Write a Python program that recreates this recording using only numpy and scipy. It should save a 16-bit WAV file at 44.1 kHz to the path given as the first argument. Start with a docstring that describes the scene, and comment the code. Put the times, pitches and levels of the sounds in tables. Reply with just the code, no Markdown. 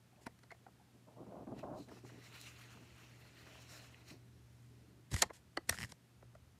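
"""A mains hum throbs below while the recorder's holder ticks and a large stiff sheet of paper swings over.
The sheet wobbles: buckles ring its bending modes. It slides flat across padded vinyl: friction grains, coloured.
Then fingers grip the holder: it snaps (ringing noise volleys), thumps (dying sines) and creaks (knocked joint),
and skin rubs the casing (bright grains over low lumps). Carpeted room: hum, rumble, hiss and a faint dull tail."""
import sys
import numpy as np
from scipy import signal
from scipy.fft import rfft, irfft
from scipy.io import wavfile
from scipy.ndimage import uniform_filter1d, map_coordinates

SR = 44100
rng = np.random.default_rng(int(sys.argv[2]) if len(sys.argv) > 2 else 0)


def bounce(signal):
    """Save signal as a 16-bit WAV file at the path given by the first command-line argument."""
    frames = np.transpose(np.atleast_2d(signal))
    limited = np.clip(frames, -1, 1)
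    pcm = np.round(limited * 32767).astype(np.int16)
    wavfile.write(sys.argv[1], SR, pcm)


N = 290879   # length in samples

# flaps of the sheet, long rows are its settling: start t/s, hold t/s, deep wobble level/dB,
# flutter over wobble level/dB
FLAPS = [(0.175, .02, -77.5, 6.5), (0.207, 0.022, -71.5, -5), (0.942, 0.016, -64, -14),
         (1.075, 0.012, -65, 2), (1.11, .03, -66, -4), (1.166, 0.042, -59, -1), (1.203, 0.028, -56, -4),
         (1.266, 0.044, -56, -7), (1.305, .012, -60, -1), (1.322, 0.04, -60, 5), (1.367, 0.061, -53.5, -3),
         (1.473, 0.016, -48.5, -7), (1.512, 0.02, -50.5, -4), (1.56, 0.045, -54, -8.5),
         (1.632, 0.018, -48, -1), (1.67, 0.034, -53.5, 2.5), (1.709, 0.022, -53.5, 0),
         (1.725, 0.054, -54.5, 3), (1.794, 0.026, -54, -15), (1.878, 0.03, -57, -10),
         (1.916, 0.015, -56, -9), (1.958, 0.025, -60, -8.5), (2.036, 0.029, -58, -15),
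         (2.119, 0.072, -60.5, -11.5), (2.217, 1.95, -71, -6), (2.341, 0.013, -62.5, -10),
         (2.75, 0.082, -64, -11), (3.46, 0.13, -72.5, 3.5), (3.702, 0.13, -72.5, 3),
         (4.113, 0.03, -58, -13), (4.155, 0.27, -71.5, -35), (4.684, 0.32, -70, -22)]
# bending resonances of the sheet before they glide, deep and high: f/Hz, width f/Hz, level/dB
SHEET_DEEP = [(108.5, 38, -5), (202, 116, -3), (285, 55, 2), (403, 95, -2.5)]
SHEET_HIGH = [(466, 93, -0.5), (632, 120, 4.5), (842, 254, -3.5), (1100, 175, -7), (1500, 360, -24)]
# strokes on vinyl, the long row is the steady drag: start t/s, hold t/s, scuff level/dB,
# swish over scuff level/dB
STROKES = [(1.59, 0.008, -64, -7), (1.782, 0.049, -78.5, 11), (1.918, 0.066, -69.5, -2),
           (2.063, 1.95, -69, -6), (2.063, 0.024, -82, 12), (2.145, 0.025, -77, -16),
           (2.242, 0.028, -63.5, -2.5), (2.344, 0.021, -57.5, -7), (2.403, 0.037, -70, 8),
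           (2.465, 0.022, -57, -5.5), (2.566, 0.09, -64, -6), (2.706, 0.023, -63, -8),
           (2.982, 0.071, -67.5, -9), (3.257, 0.017, -72, -2.5), (3.379, 0.033, -66.5, -3.5),
           (3.46, 0.13, -65, -8.5), (3.614, 0.013, -70, 4), (3.699, 0.067, -63, 1.5),
           (3.777, .08, -66.5, -1), (4.085, 0.028, -63.5, 1), (4.152, 0.76, -85, 0.5)]
# colours of the scuff and the brighter swish before they glide: f/Hz, width f/Hz, level/dB
SCUFF = [(640, 300, -10), (1070, 500, -3), (1380, 540, 0), (1950, 320, 5), (2620, 480, 4.5),
         (3050, 300, -3)]
SWISH = [(4120, 400, 2), (4940, 130, -7), (5600, 450, -3), (6900, 900, -6)]
# ticks and snaps: t/s, middle level/dB, low over middle level/dB, bright over middle level/dB,
# length t/ms before each band's stretch
SNAPS = [(0.2656, -47, 2.5, -4, 10.4), (0.389, -69, -5, 1, 7.2), (0.433, -58.5, -1.5, -6, 6.8),
         (0.505, -57, -28, -12, 8.2), (0.5151, -54.5, -5, -8, 12), (0.544, -66, 2, -8, 6.5),
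         (0.6644, -62, 2, -29, 9), (0.682, -69, 10, -15, 8), (1.0807, -85, 14, -2.5, 3.1),
         (1.264, -68, 13, -15, 4), (1.472, -63, 12, -18, 4.3), (1.517, -64, 13, -15, 4),
         (1.59, -59, -8, -3, 10), (1.635, -58, 12, -18, 3.5), (1.885, -58, 2, -7, 4),
         (1.89, -60, -5, -7, 12), (1.913, -67, 16, -5, 3.9), (1.965, -63, 4, -12, 8),
         (2.047, -68, 12, -10, 5), (2.094, -58, -1, -26, 11), (2.4122, -74, -18, 24.5, 3),
         (2.769, -67.5, 11.5, -13, 4), (3.25, -66, 0, -15, 8), (3.4656, -59, 1, -16, 6.4),
         (3.55, -66, 5, -15, 8), (3.588, -67, 6, -15, 6), (4.107, -72, 4, 11, 6.5), (5.106, -64, 0, 3, 3),
         (5.114, -53, 3, 4, 3), (5.135, -45, 1, -5, 3.3), (5.1402, -36, -12, 3, 2.3),
         (5.162, -36, -10, -1, 4.3), (5.212, -50, -2, -3, 8), (5.2188, -35, -10, 6, 2.5),
         (5.2207, -28, -3, 5.5, 7), (5.2252, -33, -3, 3, 5), (5.2335, -38, -1, -4, 7.6),
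         (5.294, -62, 3, -20, 6), (5.3015, -49, 5, -18, 8), (5.5688, -45, 3, -5, 2.5),
         (5.572, -34.5, -2, -12, 6), (5.5712, -50, -10, 4, 1.5), (5.69, -36, 1.5, -7, 3),
         (5.694, -33.5, -12, 6, 4.5), (5.724, -39, -10, -15, 7), (5.7418, -44, -8, -20, 4.6),
         (5.9195, -50, 0, 4.5, 2.5), (6.2239, -63, 10, -9, 5), (6.35, -60, 6, -8, 8)]
# edges between the low, middle, bright and top bands of a snap: f/Hz
SNAP_EDGES = [250, 900, 2500, 6500, 12000]
# casing resonances: f/Hz, width f/Hz, level/dB
CASING = [(345, 990, -11), (668, 220, 4), (951, 460, -0.5), (1400, 450, 10), (1950, 310, 5.5),
          (3090, 140, -12.5), (4060, 130, -5.5), (5760, 490, -0.5), (6960, 340, -10), (7770, 500, 1.5),
          (9700, 1100, -8.5), (12500, 2500, -20)]
# single notes out of a tick of the holder or a buckle of the sheet: t/s, peak level/dB, f/Hz, t60 t/ms
RINGS = [(0.128, -65, 755, 65), (0.16, -65, 2600, 8), (0.266, -45, 1500, 13), (0.292, -61, 500, 13),
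         (0.435, -60, 2070, 8), (0.5062, -49, 1980, 18), (0.5145, -52, 1000, 12), (0.5145, -52, 2050, 14),
         (0.5205, -50, 2160, 22), (0.507, -61, 4300, 14), (0.516, -65, 4300, 30), (.437, -62, 4300, 10),
         (0.5195, -49, 694, 32), (0.665, -48.5, 759, 23), (0.664, -58, 1530, 16), (0.797, -63, 760, 36),
         (0.811, -62, 770, 36), (1.08, -56, 620, 50), (1.2, -47, 300, 110), (1.484, -45, 280, 40),
         (1.513, -43, 205, 90), (1.52, -48, 640, 70), (1.633, -43, 630, 60), (1.709, -44, 290, 110),
         (1.797, -49, 305, 70), (1.917, -50, 400, 40), (3.9445, -51, 2750, 7), (3.9445, -54, 1950, 8),
         (4.103, -56, 2400, 40), (5.2203, -28, 5560, 16), (5.2225, -28, 4320, 16), (5.2215, -33, 3400, 20),
         (5.226, -33, 2105, 25), (5.226, -31, 6280, 16), (5.2205, -33, 8085, 12), (5.223, -35, 938, 42),
         (5.2217, -21, 6960, 21), (5.224, -35, 730, 35), (5.224, -36, 1238, 30), (5.222, -41, 13200, 12),
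         (5.222, -33, 9700, 18), (5.5726, -33.5, 4430, 13), (5.5715, -38, 1435, 25), (5.573, -40, 646, 25),
         (5.57, -42, 3200, 9), (5.5725, -41, 2900, 12), (5.5735, -34, 1950, 17), (5.573, -37, 330, 40),
         (5.5725, -50, 8100, 13), (5.6935, -29.5, 1867, 34), (5.6945, -23.5, 5800, 6.9),
         (5.6945, -22, 9550, 5.4), (5.694, -27, 12200, 5), (5.6965, -32, 8200, 8), (5.6945, -35, 4000, 9),
         (5.92, -47.5, 5500, 9)]
# the creak, slip by slip: t/s, peak level/dB
SLIPS = [(5.7689, -43), (5.7763, -39), (5.7865, -32.5), (5.8033, -34), (5.8116, -34), (5.8202, -33.5),
         (5.83, -30), (5.837, -30.5), (5.8467, -37)]
# resonances of the creaking joint: f/Hz, width f/Hz, level/dB
JOINT = [(1080, 390, 1), (1870, 240, 6), (3050, 440, -3), (4000, 710, -10), (5500, 580, -4),
         (7140, 1100, -18), (8250, 490, -6), (12000, 3300, -22)]
# skin rubbing the casing: start t/s, hold t/s, rub level/dB, case rumble over rub level/dB
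RUBS = [(.213, .025, -70, -10), (5.116, 0.025, -53.5, -3), (5.133, 0.0092, -46, 6), (5.166, .004, -47, -9),
        (5.18, 0.023, -49, -8), (5.109, .006, -67, -3), (5.228, 0.037, -68, 11.5),
        (5.336, 0.038, -63.5, -18), (5.678, .012, -64, -6), (5.693, 0.02, -50, 1),
        (5.723, 0.036, -55.5, -4), (5.784, 0.064, -58.5, 5), (5.866, 0.02, -72, -6),
        (5.892, 0.032, -64, 2.5)]
# colours of the rub: f/Hz, width f/Hz, level/dB
SKIN = [(6500, 510, -9.5), (8820, 700, -2), (10600, 810, -1.5)]
# low pushes on the casing: t/s, level/dB before the decay, f/Hz
THUMPS = [(0.267, -37.5, 255), (5.114, -43, 124), (5.126, -33, 130), (5.141, -28, 88.5), (5.705, -39, 85),
          (5.838, -41.5, 116)]
# levels of the mains hum and the low rumble, rising and falling: t/s, hum level/dB, rumble level/dB
HUM = [(0, -69.5, -74), (0.7, -71, -73), (1.1, -66.5, -84), (2.0, -63.5, -71), (4.0, -64.5, -70),
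       (4.4, -63.5, -68), (4.9, -63, -74.5), (5.351, -73, -72.5), (5.8, -68.5, -64), (5.999, -72, -84),
       (6.3, -63.5, -67.5), (6.6, -76.5, -69.5)]
# room modes that gather the rumble: f/Hz, width f/Hz, level/dB
ROOM_MODES = [(62, 29, -5), (77.4, 10, 4.5), (100.3, 40, -7)]
# colour of the hiss, only its shape counts: f/Hz, level/dB (per Hz)
HISS = [(82, -41.5), (140, -8.5), (178, -8.5), (363, -16.5), (460, -21), (698, -23), (1120, -26),
        (1420, -25.5), (1880, -27), (12100, -37), (16000, -44)]


def wobble():
    """Small buckles run through the flexing sheet and ring its bending modes."""
    _, _, deep_db, flutter_db = np.transpose(FLAPS)
    rise, fall = 2200, 455   # dB/s
    deep_gain = swells(FLAPS, deep_db, rise, fall)
    flutter_gain = swells(FLAPS, deep_db + flutter_db, rise, fall)
    buckles = grains(2500 * from_db(2.0 * drift(25)), spread_db=0.5)
    # the modes wander a little up and down in pitch
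    deep_modes = gliding(resonate(buckles, SHEET_DEEP), share=0.03, rate=6)
    high_modes = gliding(resonate(buckles, SHEET_HIGH), share=0.03, rate=6)
    deep = evened(band(deep_modes, 77, 380), 0.18)
    flutter = evened(band(high_modes, 470, 1800), 0.019)
    heave = rms_one(band(rng.standard_normal(N), 45, 110))   # air pushed by the sheet
    return deep_gain * (deep + from_db(-13.5) * heave) + flutter_gain * flutter


def wandering_colours(friction, modes):
    """Each colour of the friction comes and goes, and its pitch wanders a little up and down."""
    out = 0
    for k, mode in enumerate(modes):
        level = from_db(2.5 * drift(5))
        out = out + (-1) ** k * level * gliding(resonate(friction, [mode]), share=0.02, rate=4)
    return out


def slide():
    """Dense friction grains take on wandering colours, with a broad rub under the swish."""
    _, _, scuff_db, swish_db = np.transpose(STROKES)
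    treble_db = -8 + 0.98 * swish_db   # over the scuff, following the swish
    rise, fall = 396, 294   # dB/s
    scuff_gain = swells(STROKES, scuff_db, rise, fall)
    swish_gain = swells(STROKES, scuff_db + swish_db, rise, fall)
    treble_gain = swells(STROKES, scuff_db + treble_db, rise, fall)
    friction = grains(9000, spread_db=1.5) * from_db(2.2 * drift(22))
    scuff = evened(wandering_colours(friction, SCUFF), 0.07)
    broad_rub = band(grains(9000, spread_db=2.5), 4200, 8500)
    swish = evened(wandering_colours(friction, SWISH) + 0.14 * broad_rub, 0.026)
    treble = rms_one(band(friction, 6100, 16300))
    crackle = rms_one(band(grains(350, spread_db=5.0), 350, 3000))   # fibres catch and let go
    return scuff_gain * (scuff + from_db(-15) * crackle) + swish_gain * swish + treble_gain * treble


def snaps():
    """Each snap is a volley of cracks that builds up, peaks and dies; lows peak later and last longer."""
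    size, lead = 3000, 600   # samples in a volley, and before its nominal time
    out, t = np.zeros(N + size), np.arange(-lead, size - lead) / SR
    # one row per band, low to top
    stretch = np.array([[1.25], [1.1], [0.85], [0.75]])
    lag_s = np.array([[0.003], [0.002], [0.0015], [0.0015]])
    cuts = []
    for low, high in zip(SNAP_EDGES, SNAP_EDGES[1:]):
        narrow = signal.butter(2, [low, high], "band", fs=SR, output="sos")
        wide = signal.butter(2, [low / 2, high * 1.27], "band", fs=SR, output="sos")
        cuts.append(np.vstack([narrow, wide]))
    for s, middle_db, low_db, bright_db, length_ms in SNAPS:
        age = (t - lag_s) * 1000 / (max(length_ms, 1) * stretch)
        build_up = np.exp(3.03 * np.minimum(age, 0))
        decay = np.exp(-2.5 * np.maximum(age, 0))
        shapes = np.where(age < 0, build_up, decay)
        unevenness = from_db(1.5 * rng.standard_normal(150).repeat(20))
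        cracks = rng.standard_normal(size) * unevenness
        # each snap finds the modes at new levels
        struck = np.add(CASING, rng.normal(0, 2.5, (len(CASING), 1)) * [0, 0, 1])
        rung = 0.41 * shapes * cracks + resonate(shapes * cracks, struck)
        band_db = (low_db, 0, bright_db, -4 + 1.23 * bright_db)
        at = round(s * SR) - lead
        for x, shape, cut, level_db in zip(rung, shapes, cuts, band_db):
            part = rms_one(signal.sosfilt(cut, x)) / rms_one(shape).max()
            out[at:at + size] += from_db(middle_db + level_db) * part
    return out[:N]


def rings():
    """A ring swells over a few cycles and dies, a little unsteady."""
    size = 2000
    out, t = np.zeros(N + size), np.arange(size) / SR
    for s, peak_db, hz, t60_ms in RINGS:
        swell = (1 - np.exp(-t * hz / 1.2)) ** 2   # 1.2 cycles
        shape = swell * from_db(-60000 * t / max(t60_ms, 1))
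        jitter = uniform_filter1d(uniform_filter1d(rng.standard_normal(size), 40), 40)
        waver = 4 * np.cumsum(jitter) / np.sqrt(size)   # a walk of some 4 rad over the window
        tone = np.sin(2 * np.pi * (hz * t + rng.random()) + waver)
        at = round(s * SR)
        out[at:at + size] += from_db(peak_db) * shape / shape.max() * tone
    return out[:N]


def creak():
    """Stick and slip in the holder: each slip is a double knock on the joint amid sparse weaker ones."""
    size = 600
    out, t = np.zeros(N), np.arange(size) / SR
    for s, peak_db in SLIPS:
        knocks = 0.2 * rng.standard_normal(size) * np.exp(-t / 0.0012) * (rng.random(size) < 0.3)
        knocks[[0, round(0.0004 * SR)]] += [0.6, 1]   # the main knock comes 0.4 ms after the first
        # the joint shifts between slips
        joint = np.multiply(JOINT, 1 + rng.normal(0, 0.02, (len(JOINT), 1)) * [1, 0, 0])
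        rung = resonate(knocks, joint)
        at = round(s * SR)
        out[at:at + size] += from_db(peak_db) * rung / np.abs(rung).max()
    return out


def grip():
    """Skin drags on the casing, bright and dense, and pushes it with low lumps."""
    friction = grains(15000, spread_db=2.5) * from_db(2.0 * drift(80))
    broad = 0.84 * band(friction, 506, 2600) + band(friction, 1500, 7900)
    coloured = resonate(friction, SKIN) + 0.4 * resonate(friction, CASING)
    rub = rms_one(broad + coloured)
    lumps = rms_one(band(rng.standard_normal(N), 50, 220))
    _, _, rub_db, lump_db = np.transpose(RUBS)
    rise, fall = 2495, 802   # dB/s
    rub_gain = swells(RUBS, rub_db, rise, fall)
    lump_gain = swells(RUBS, rub_db + lump_db, rise, fall)
    return rub_gain * rub + lump_gain * lumps


def thumps():
    """A push bends the casing for a cycle or two."""
    size = 4000
    out, t = np.zeros(N + size), np.arange(size) / SR
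    for s, level_db, hz in THUMPS:
        at = round(s * SR)
        out[at:at + size] += from_db(level_db) * np.sin(2 * np.pi * hz * t) * np.exp(-t * hz / 1.2)
    return out[:N]


def walls(x):
    """A short dull tail from soft furnishings."""
    t = np.arange(SR // 4) / SR
    decay = from_db(-60 * t / 0.16) * (t > 0.004)   # t60 0.16 s after a 4 ms gap
    tail = band(rng.standard_normal(len(t)), 200, 4500) * decay
    return signal.fftconvolve(x, tail / np.sqrt(np.sum(tail ** 2)))[:N]


def room():
    """Evenly throbbing mains hum, low rumble of the house and nearly steady hiss."""
    t = np.arange(N) / SR
    phase = 2 * np.pi * 119.9 * t
    throb = 1 + 0.12 * np.cos(2 * np.pi * (t - 4.168) / 0.5084)   # period 0.5084 s, a peak at 4.168 s
    s, hum_db, rumble_db = np.transpose(HUM)
    hum_gain = from_db(np.interp(t, s, hum_db) + 1.4 * drift(4.9))
    hum = np.sqrt(2) * hum_gain * throb * (np.sin(phase) + from_db(-20.5) * np.sin(2 * phase))
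    rumble_gain = from_db(np.interp(t, s, rumble_db) - drift(5.7))
    rumble = rms_one(resonate(band(rng.standard_normal(N), 50, 130), ROOM_MODES))
    hz = np.maximum(np.fft.rfftfreq(N, 1 / SR), 1)
    knot_hz, knot_db = np.transpose(HISS)
    colour_db = np.interp(np.log(hz), np.log(knot_hz), knot_db)
    hiss = rms_one(irfft(rfft(rng.standard_normal(N)) * from_db(colour_db), N))
    return hum + rumble_gain * rumble + from_db(-70 + 0.24 * drift(1.0)) * hiss


def from_db(db):
    """Gain of a level."""
    return 10 ** (np.asarray(db) / 20)


def rms_one(x):
    """Scale to unit rms."""
    return x / np.sqrt(np.mean(x ** 2) + 1e-20)


def band(x, low_hz, high_hz):
    """Butterworth band-pass."""
    return signal.sosfilt(signal.butter(2, [low_hz, high_hz], "band", fs=SR, output="sos"), x + 1e-18)


def resonate(x, modes):
    """Parallel resonances, signs alternating."""
    out = 0
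    for k, (hz, width, level_db) in enumerate(modes):
        r = np.exp(-np.pi * width / SR)
        poles = [1, -2 * r * np.cos(2 * np.pi * hz / SR), r * r]
        zeros = [(1 - r * r) / 2, 0, (r * r - 1) / 2]
        out = out + (-1) ** k * from_db(level_db) * signal.lfilter(zeros, poles, x + 1e-18)
    return out


def drift(rate):
    """Slow random wander of unit rms: noise through two equal low-pass poles at rate in Hz."""
    r = np.exp(-2 * np.pi * rate / SR)
    noise = rng.standard_normal(N + SR)
    return rms_one(signal.lfilter([1], [1, -2 * r, r * r], noise)[SR:])   # drop the filter's first second


def grains(per_s, spread_db):
    """Random clicks of uneven size and either sign."""
    sizes = from_db(spread_db * np.minimum(rng.exponential(1, N), 5)) * rng.choice([-1, 1], N)
    return sizes * (rng.random(N) < per_s / SR)


def gliding(x, share, rate):
    """Read at a randomly wandering speed, so that every colour glides up and down by a typical share."""
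    at = np.cumsum(1 + share * drift(rate))
    return map_coordinates(x, [at % (N - 1)], order=3)


def evened(x, seconds):
    """Colour and grain stay, slow swells of level go."""
    return x / np.sqrt(uniform_filter1d(x ** 2, round(seconds * SR)) + 1e-20)


def swells(rows, levels_db, rise_db_per_s, fall_db_per_s):
    """Each row rises to its start, holds and falls; powers add."""
    t, power = np.arange(0, N + 32, 32) / SR, 0   # every 32 samples
    for (s, hold_s, *_), level_db in zip(rows, levels_db):
        before_s, after_s = np.maximum(s - t, 0), np.maximum(t - s - hold_s, 0)
        under_db = rise_db_per_s * before_s + fall_db_per_s * after_s
        power = power + from_db(level_db - under_db) ** 2
    return np.interp(np.arange(N) / SR, t, np.sqrt(power))


def scene():
    """All sources at one microphone."""
    hits = snaps() + rings() + creak()
    sheet = wobble() + slide()
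    return (sheet + hits + from_db(-31) * walls(hits) + thumps() + grip() + room())[None]


def top_cut(x):
    """Nothing passes above the cut-off."""
    return signal.sosfilt(signal.butter(12, 16500, fs=SR, output="sos"), x)


def record(dry):
    """Bass and top cut of a small microphone."""
    bass_cut = signal.sosfilt(signal.butter(4, 48, "high", fs=SR, output="sos"), dry)
    mix = signal.sosfilt(signal.cheby2(10, 60, 16600, fs=SR, output="sos"), bass_cut)
    return top_cut(mix)


dry = scene()
out = record(dry)
bounce(out)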